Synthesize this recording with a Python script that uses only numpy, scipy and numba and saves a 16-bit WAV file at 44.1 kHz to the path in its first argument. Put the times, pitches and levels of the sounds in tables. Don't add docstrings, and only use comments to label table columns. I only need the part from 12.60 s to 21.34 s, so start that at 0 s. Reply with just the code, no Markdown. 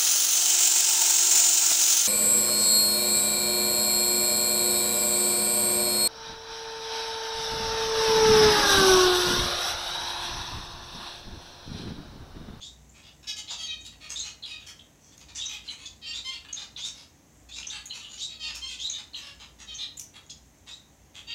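import sys
import numpy as np
from scipy import signal
from scipy.fft import rfft, irfft, next_fast_len
from scipy.io import wavfile
from numba import njit

SR = 44100
rng = np.random.default_rng(int(sys.argv[2]) if len(sys.argv) > 2 else 0)


def transcribe(u):
    v = np.clip(np.atleast_2d(u).T, -1, 1)
    q = np.round(v * 32767).astype(np.int16)
    wavfile.write(sys.argv[1], SR, q)


N = 385434

# f/Hz, relative level/dB
AIR_SPECTRUM = [(25, -13.5), (75, -4.5), (115, -9.5), (215, -13), (370, -18.5), (760, -19), (1400, -28),
                (1900, -25), (2600, -28.5), (5000, -32.5), (6600, -20.5), (7500, -60), (8400, -36),
                (15500, -37.5)]
# f/Hz, width/Hz, level/dB
HUM_BANDS = [(59.06, 5.2, -61), (91.8, 2.7, -70.5), (148.5, 10.6, -70.5), (201.5, 5.6, -77),
             (226.7, 5.1, -73.5), (287.5, 67, -69)]
# f/Hz, T60/s
ROOM_T60 = [(500, 0.57), (1500, 0.41), (3500, 0.32), (7000, 0.28), (13000, 0.23)]
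# f/Hz, gain/dB
BEAK_RESPONSE = [(200, -39), (600, -14), (1150, -8), (1500, -10.5), (2000, -7), (2600, -2.5), (3400, -1),
                 (4400, -3), (5700, -12.5), (6900, -8), (8200, -20), (11000, -28.5), (16000, -39)]
# f/Hz, gain/dB
SQUEAK_RESPONSE = [(600, -16), (1280, -7.5), (2000, -1.5), (2900, 8), (5000, 6), (9000, -5)]
# t/s, level/dB
CRACK_EVENTS = [(2.573, -61.5), (5.255, -50.5), (5.953, -48), (7.371, -52), (7.394, -42.5)]
# t/s, level/dB, lower ring f/Hz
CLACK_EVENTS = [(1.821, -41.5, 3430), (3.075, -40, 3070), (5.295, -41, 3050), (6.531, -41, 3110)]
# t/s, length/s, level/dB, ring f/Hz
CLICK_EVENTS = [ (0.029, 0.0075, -42.5, 3570), (.292, .012, -57, 7100), (0.901, 0.027, -49, 900),
                (1.21, 0.013, -51, 6740), (1.592, 0.016, -34, 6700), (2.086, .004, -48.5, 2070),
                (2.191, 0.0095, -47.5, 3340), (2.815, .014, -39, 3130), (2.852, 0.021, -34.5, 6050),
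                (3.927, 0.0088, -31.5, 6490), (4.16, 0.015, -38.5, 3720), (5.028, 0.007, -38, 3080),
                (5.067, .011, -33.5, 6120), (5.255, .017, -41.5, 6660), (6.297, 0.008, -29, 6510),
                (6.306, .011, -39, 6600), (7.141, .028, -42, 6280), (7.37, 0.011, -40.5, 7000),
                (7.395, 0.005, -33, 6170), (7.664, 0.0036, -53, 6860)]
# t/s, length/s, level/dB, treble/dB
GRATE_STROKES = [ (.627, 0.025, -53, 7), (1.241, 0.043, -49.5, 16), (1.491, 0.055, -39.5, 14.5),
                 (1.853, 0.078, -46, 7), (1.992, 0.052, -55.5, 1), (2.062, 0.056, -46.5, 13),
                 (2.404, 0.14, -62, 24), (2.511, 0.04, -60, 8), (2.577, 0.0059, -48.5, 20),
                 (2.603, 0.027, -52.5, 5), (2.683, 0.031, -51, 0), (2.748, .052, -38.5, 21),
                 (3.037, 0.056, -54, 10), (3.089, 0.059, -48, 6), (3.524, 0.08, -50, -1),
                 (3.842, 0.02, -50.5, -10), (3.884, .018, -46.5, -8), (4.167, 0.038, -47, -7),
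                 (4.24, 0.059, -41.5, 19.5), (4.331, 0.13, -54, 11), (4.887, 0.02, -50, 6),
                 (4.952, 0.072, -43.5, 13), (5.329, 0.078, -45, 13), (5.936, 0.054, -42, 15.5),
                 (6.55, 0.063, -46.5, 15), (8.063, 0.053, -50, 2)]
# t/s, length/s, level/dB, start f/Hz, upper resonance and grit/dB
SCRAPE_STROKES = [ (.003, 0.091, -46.5, 3240, -1.5), (0.887, 0.063, -40, 3540, -2),
                  (1.248, 0.033, -46, 3710, -4), (1.554, 0.041, -35, 3560, -4.5),
                  (1.588, 0.074, -43, 4120, -11), (2.777, 0.088, -37.5, 3340, -10),
                  (3.254, 0.022, -40.5, 3400, 2), (3.528, 0.077, -38, 3390, -7.5),
                  (3.964, 0.034, -39, 3490, -30), (4.167, 0.07, -43.5, 2910, 1),
                  (4.222, 0.051, -35, 3500, -7), (4.908, 0.086, -44.5, 3450, -5.5),
                  (5.097, 0.024, -37.5, 3620, -8), (5.574, 0.066, -42.5, 2870, 10),
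                  (5.602, 0.068, -36, 3660, -5.5), (6.187, 0.064, -37.5, 3200, -5),
                  (6.236, 0.05, -33.5, 3780, -12.5), (6.331, .031, -37, 3530, -30),
                  (7.183, 0.07, -38.5, 3470, -28), (7.695, 0.02, -42, 3300, 7),
                  (8.076, .09, -47, 3480, -5.5)]
# t/s, length/s, level/dB, slip rate/Hz, treble/dB
RASP_STROKES = [ (0.336, 0.077, -58, 595, -2), (0.42, .09, -55.5, 411.4, -3),
                (0.668, 0.052, -35, 423.5, 16), (0.759, 0.052, -40, 425, 13), (0.873, .024, -42, 416, -1),
                (.896, 0.059, -40.5, 405.7, 7), (0.969, 0.11, -40, 647, 5), (1.054, .11, -39.5, 631.5, -1),
                (1.32, 0.027, -57.5, 495, -5), (1.401, 0.091, -48.5, 618, -5),
                (1.623, 0.084, -43.5, 420, 9), (1.896, 0.081, -44, 627, -3), (2.878, 0.1, -41.5, 426, 6),
                (3.173, 0.093, -51, 535.4, 3), (3.412, 0.14, -44, 626.6, -4.5),
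                (3.458, 0.074, -39, 923, 8.5), (3.642, 0.08, -37.5, 1050, -1.5),
                (3.707, 0.069, -43, 468.7, 3.5), (3.949, 0.11, -46, 405, 3.5),
                (5.1, .105, -43.5, 426.6, -1), (5.401, 0.079, -48, 584, -3), (5.48, 0.12, -48.5, 414, 9),
                (5.683, 0.085, -48, 639, -6), (5.793, 0.12, -39.5, 623.5, -0.5),
                (5.824, 0.066, -39.5, 914, -13), (5.875, 0.05, -43.5, 305.8, 0),
                (6.013, .08, -37.5, 1062, 1), (6.072, 0.092, -42.5, 511, 6), (6.327, 0.056, -42, 605, 4),
                (6.377, 0.034, -45.5, 407, 3), (6.599, 0.13, -48.5, 564.5, -4.5),
                (6.791, 0.061, -49, 413, -0.5), (6.983, .06, -49.5, 404, 6), (7.067, 0.09, -44.5, 628, -2),
                (7.171, 0.095, -41, 409.7, 6), (7.534, 0.06, -51, 413, -11), (8.54, 0.08, -48.5, 414, 3.5),
                (8.667, 0.086, -41.5, 931, -5), (8.676, 0.071, -42, 466, -14)]


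def undb(db):
    return 10 ** (np.asarray(db) / 20)


def unit(x):
    return x / np.sqrt(np.mean(x ** 2) + 1e-18)


def at_level(x, length_s, db):
    return x * undb(db) * np.sqrt(max(length_s, .002) * SR / (np.sum(x ** 2) + 1e-18))


def add(track, t_s, x):
    i = max(int(t_s * SR), 0)
    track[i:i + len(x)] += x[:max(len(track) - i, 0)]


def colour(x, points):
    hz, db = np.transpose(points)
    size = next_fast_len(len(x))
    f_hz = np.maximum(np.fft.rfftfreq(size, 1 / SR), 1)
    gain = undb(np.interp(np.log(f_hz), np.log(hz), db))
    return irfft(rfft(x, size) * gain, size)[:len(x)]


@njit
def bandpass(x, hz, width_hz):
    y, band, low = np.empty(len(x)), 0., 0.
    for i in range(len(x)):
        g = np.tan(np.pi * min(hz[i], .45 * SR) / SR)
        damping = width_hz / hz[i]
        v = (band + g * (x[i] - low)) / (1 + g * (g + damping))
        band, low = 2 * v - band, low + 2 * g * v
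        y[i] = damping * v
    return y


def ring(x, hz, width_hz):
    hz = np.full(len(x), hz, dtype=float)
    return bandpass(bandpass(x, hz, float(width_hz)), hz, float(width_hz))


def background(air_db=-58.5):
    air = undb(air_db) * unit(colour(rng.standard_normal(N), AIR_SPECTRUM))
    hum = sum(undb(db) * unit(ring(rng.standard_normal(N), hz, width_hz))
              for hz, width_hz, db in HUM_BANDS)
    return air + hum


def room(x, direct_db=-.5, wet_db=-1.5, gap_s=.003, blur_s=.05):
    t_s = np.arange(SR // 2) / SR
    f_hz = np.maximum(np.fft.rfftfreq(len(t_s), 1 / SR), 1)
    band_hz, t60_s = np.transpose(ROOM_T60)
    density = np.minimum(.0036 + (t_s / blur_s) ** 2, 1)
    echoes = rng.standard_normal(len(t_s)) * (rng.random(len(t_s)) < density) / np.sqrt(density)
    tail = 0
    for share, decay_s in zip(np.eye(len(band_hz)), t60_s):
        band = irfft(rfft(echoes) * np.interp(np.log(f_hz), np.log(band_hz), share), len(t_s))
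        tail = tail + band * undb(-60 * t_s / decay_s)
    tail = tail * (t_s > gap_s)
    wet = signal.fftconvolve(x, tail / np.linalg.norm(tail))[:N]
    return undb(direct_db) * x + undb(wet_db) * wet


def slips(length_s, start_hz, end_hz, scatter, size_db, grit):
    n = int(max(length_s, .002) * SR)
    chance = np.random.default_rng(rng.integers(2 ** 31))
    wander, jitter, size = chance.standard_normal((n, 3)).T
    cycles = np.cumsum(np.linspace(start_hz, end_hz, n)) / SR
    slip_cycles = np.cumsum(np.exp(scatter * wander / 3)) + scatter * jitter / 3
    slip_cycles -= slip_cycles[0]
    slip_samples = np.interp(slip_cycles[slip_cycles < cycles[-1]], cycles, np.arange(n))
    taps = slip_samples.astype(int)[:, None] + np.arange(-4, 5)
    offset = taps - slip_samples[:, None]
    pulses = np.sinc(offset) * np.sinc(offset / 5)
    pulses *= undb(size_db * size[:len(pulses), None])
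    train = np.bincount(np.clip(taps, 0, n - 1).ravel(), pulses.ravel(), n)
    return unit(train) + grit * chance.standard_normal(n)


def press(x, rise, fall):
    progress = np.linspace(0, 1, len(x))
    pressure = progress ** rise * (1 - progress) ** fall
    return np.pad(x * pressure, (0, SR // 100))


def disperse(x, bass_lag_s):
    f_hz = np.fft.rfftfreq(len(x), 1 / SR)
    delay_s = bass_lag_s * np.exp(-f_hz / 5000)
    phase_rad = 2 * np.pi * np.cumsum(delay_s) * f_hz[1]
    return irfft(rfft(x) * np.exp(-1j * phase_rad), len(x))


def contact(x, ripple_db=5.5):
    hz = np.geomspace(1700, 12000, num=30)
    gains_db = ripple_db * rng.standard_normal(len(hz))
    return colour(x, [(1300, 0), *zip(hz, gains_db)])


def rubbing(level_db=-72, swell_db=2, knots_per_s=14):
    knots = np.arange(0, N, SR / knots_per_s)
    swell = undb(swell_db * np.interp(np.arange(N), knots, rng.standard_normal(len(knots))))
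    force = slips(N / SR, 500, 500, scatter=.9, size_db=8, grit=.98)
    hiss = ring(force, np.linspace(7540, 7300, len(force)), width_hz=1800)
    return undb(level_db) * unit(swell * np.resize(hiss, N))


def snap(length_s, db, hz, width_hz):
    force = slips(length_s, 1800, 1793, scatter=.744, size_db=1, grit=1)
    force = press(force, rise=.3, fall=.61)
    tone = unit(ring(force, hz, width_hz))
    body = undb(-15.5) * unit(colour(force, BEAK_RESPONSE))
    return at_level(disperse(tone + body, bass_lag_s=.0015), length_s, db)


def clicks(drop_after_s=.0093):
    out = np.zeros(N)
    for t_s, length_s, db, hz in CLICK_EVENTS:
        add(out, t_s, snap(length_s, db, hz, width_hz=820))
    for t_s, db, lower_hz in CLACK_EVENTS:
        add(out, t_s, snap(length_s=.039, db=db, hz=4050, width_hz=400))
        add(out, t_s + drop_after_s, snap(length_s=.013, db=db + 2.5, hz=lower_hz, width_hz=400))
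    for t_s, db in CRACK_EVENTS:
        add(out, t_s, snap(length_s=.01, db=db, hz=8800, width_hz=15000))
    return out


def stroke(length_s, start_hz, end_hz, scatter, rise, treble_db):
    rough = min(scatter / .12, 1)
    force = slips(length_s, start_hz, end_hz, scatter, size_db=.6 + 3 * rough, grit=.1 + .25 * rough)
    x = colour(press(force, rise, fall=.77), BEAK_RESPONSE)
    x = colour(x, [(hz, (1 - rough) * db) for hz, db in SQUEAK_RESPONSE])
    x = colour(x, [(4000, 0), (6200, treble_db), (9000, .5 * treble_db)])
    return disperse(contact(x), bass_lag_s=.0025)


def grates():
    out = np.zeros(N)
    for t_s, length_s, db, treble_db in GRATE_STROKES:
        grate = stroke(length_s, start_hz=500, end_hz=450, scatter=.1675, rise=.64, treble_db=treble_db)
        add(out, t_s, at_level(grate, length_s, db))
    return out


def scrapes(closed_hz=4135, closing_tau_s=.07, swell_db_per_octave=22, upper_ratio=1.896):
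    out = np.zeros(N)
    for t_s, length_s, db, start_hz, upper_db in SCRAPE_STROKES:
        force = slips(length_s, 900, 900, scatter=1, size_db=3, grit=.36)
        age_s = np.arange(len(force)) / SR
        hz = closed_hz + (start_hz - closed_hz) * np.exp(-age_s / closing_tau_s)
        lower = unit(ring(force, hz, width_hz=280))
        swing = np.abs(signal.hilbert(lower))
        lower /= np.sqrt(2 + swing ** 2)
        lower = unit(lower * undb(swell_db_per_octave * np.log2(hz / closed_hz)))
        overtone = undb(-36) * unit(ring(force, 3 * hz, width_hz=650))
        upper = unit(ring(force, upper_ratio * hz, width_hz=650))
        grit = undb(1.5) * unit(ring(force, np.linspace(2880, 7150, len(force)), width_hz=1650))
        body = undb(-20) * unit(colour(force, BEAK_RESPONSE))
        scrape = lower + overtone + undb(upper_db) * unit(upper + grit) + body
        add(out, t_s, at_level(press(scrape, rise=.7, fall=1), length_s, db))
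    return out


def rasps(steady_hz=769, bend_per_octave_s=.826, firm_db=-40, scatter_growth_per_db=.14):
    out = np.zeros(N)
    for t_s, length_s, db, hz, treble_db in RASP_STROKES:
        firm_scatter = .062 * (420 / hz) ** 2.5
        scatter = firm_scatter * np.exp(scatter_growth_per_db * (firm_db - db))
        bend = bend_per_octave_s * length_s * np.log2(hz / steady_hz)
        start_hz, end_hz = hz * (1 - bend / 2), hz * (1 + bend / 2)
        rasp = stroke(length_s, start_hz, end_hz, scatter, rise=.71, treble_db=treble_db)
        add(out, t_s, at_level(rasp, length_s, db))
    return out


def scene():
    beak = rasps() + grates() + scrapes() + clicks() + rubbing()
    return (room(beak) + background())[None]


def record(dry):
    low_hz, top_hz = 45, 15780
    highpass = signal.butter(4, low_hz, "high", fs=SR, output="sos")
    lowpass = signal.ellip(10, .2, 70, top_hz, fs=SR, output="sos")
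    return signal.sosfilt(lowpass, signal.sosfilt(highpass, dry))


dry = scene()
out = record(dry)
transcribe(out)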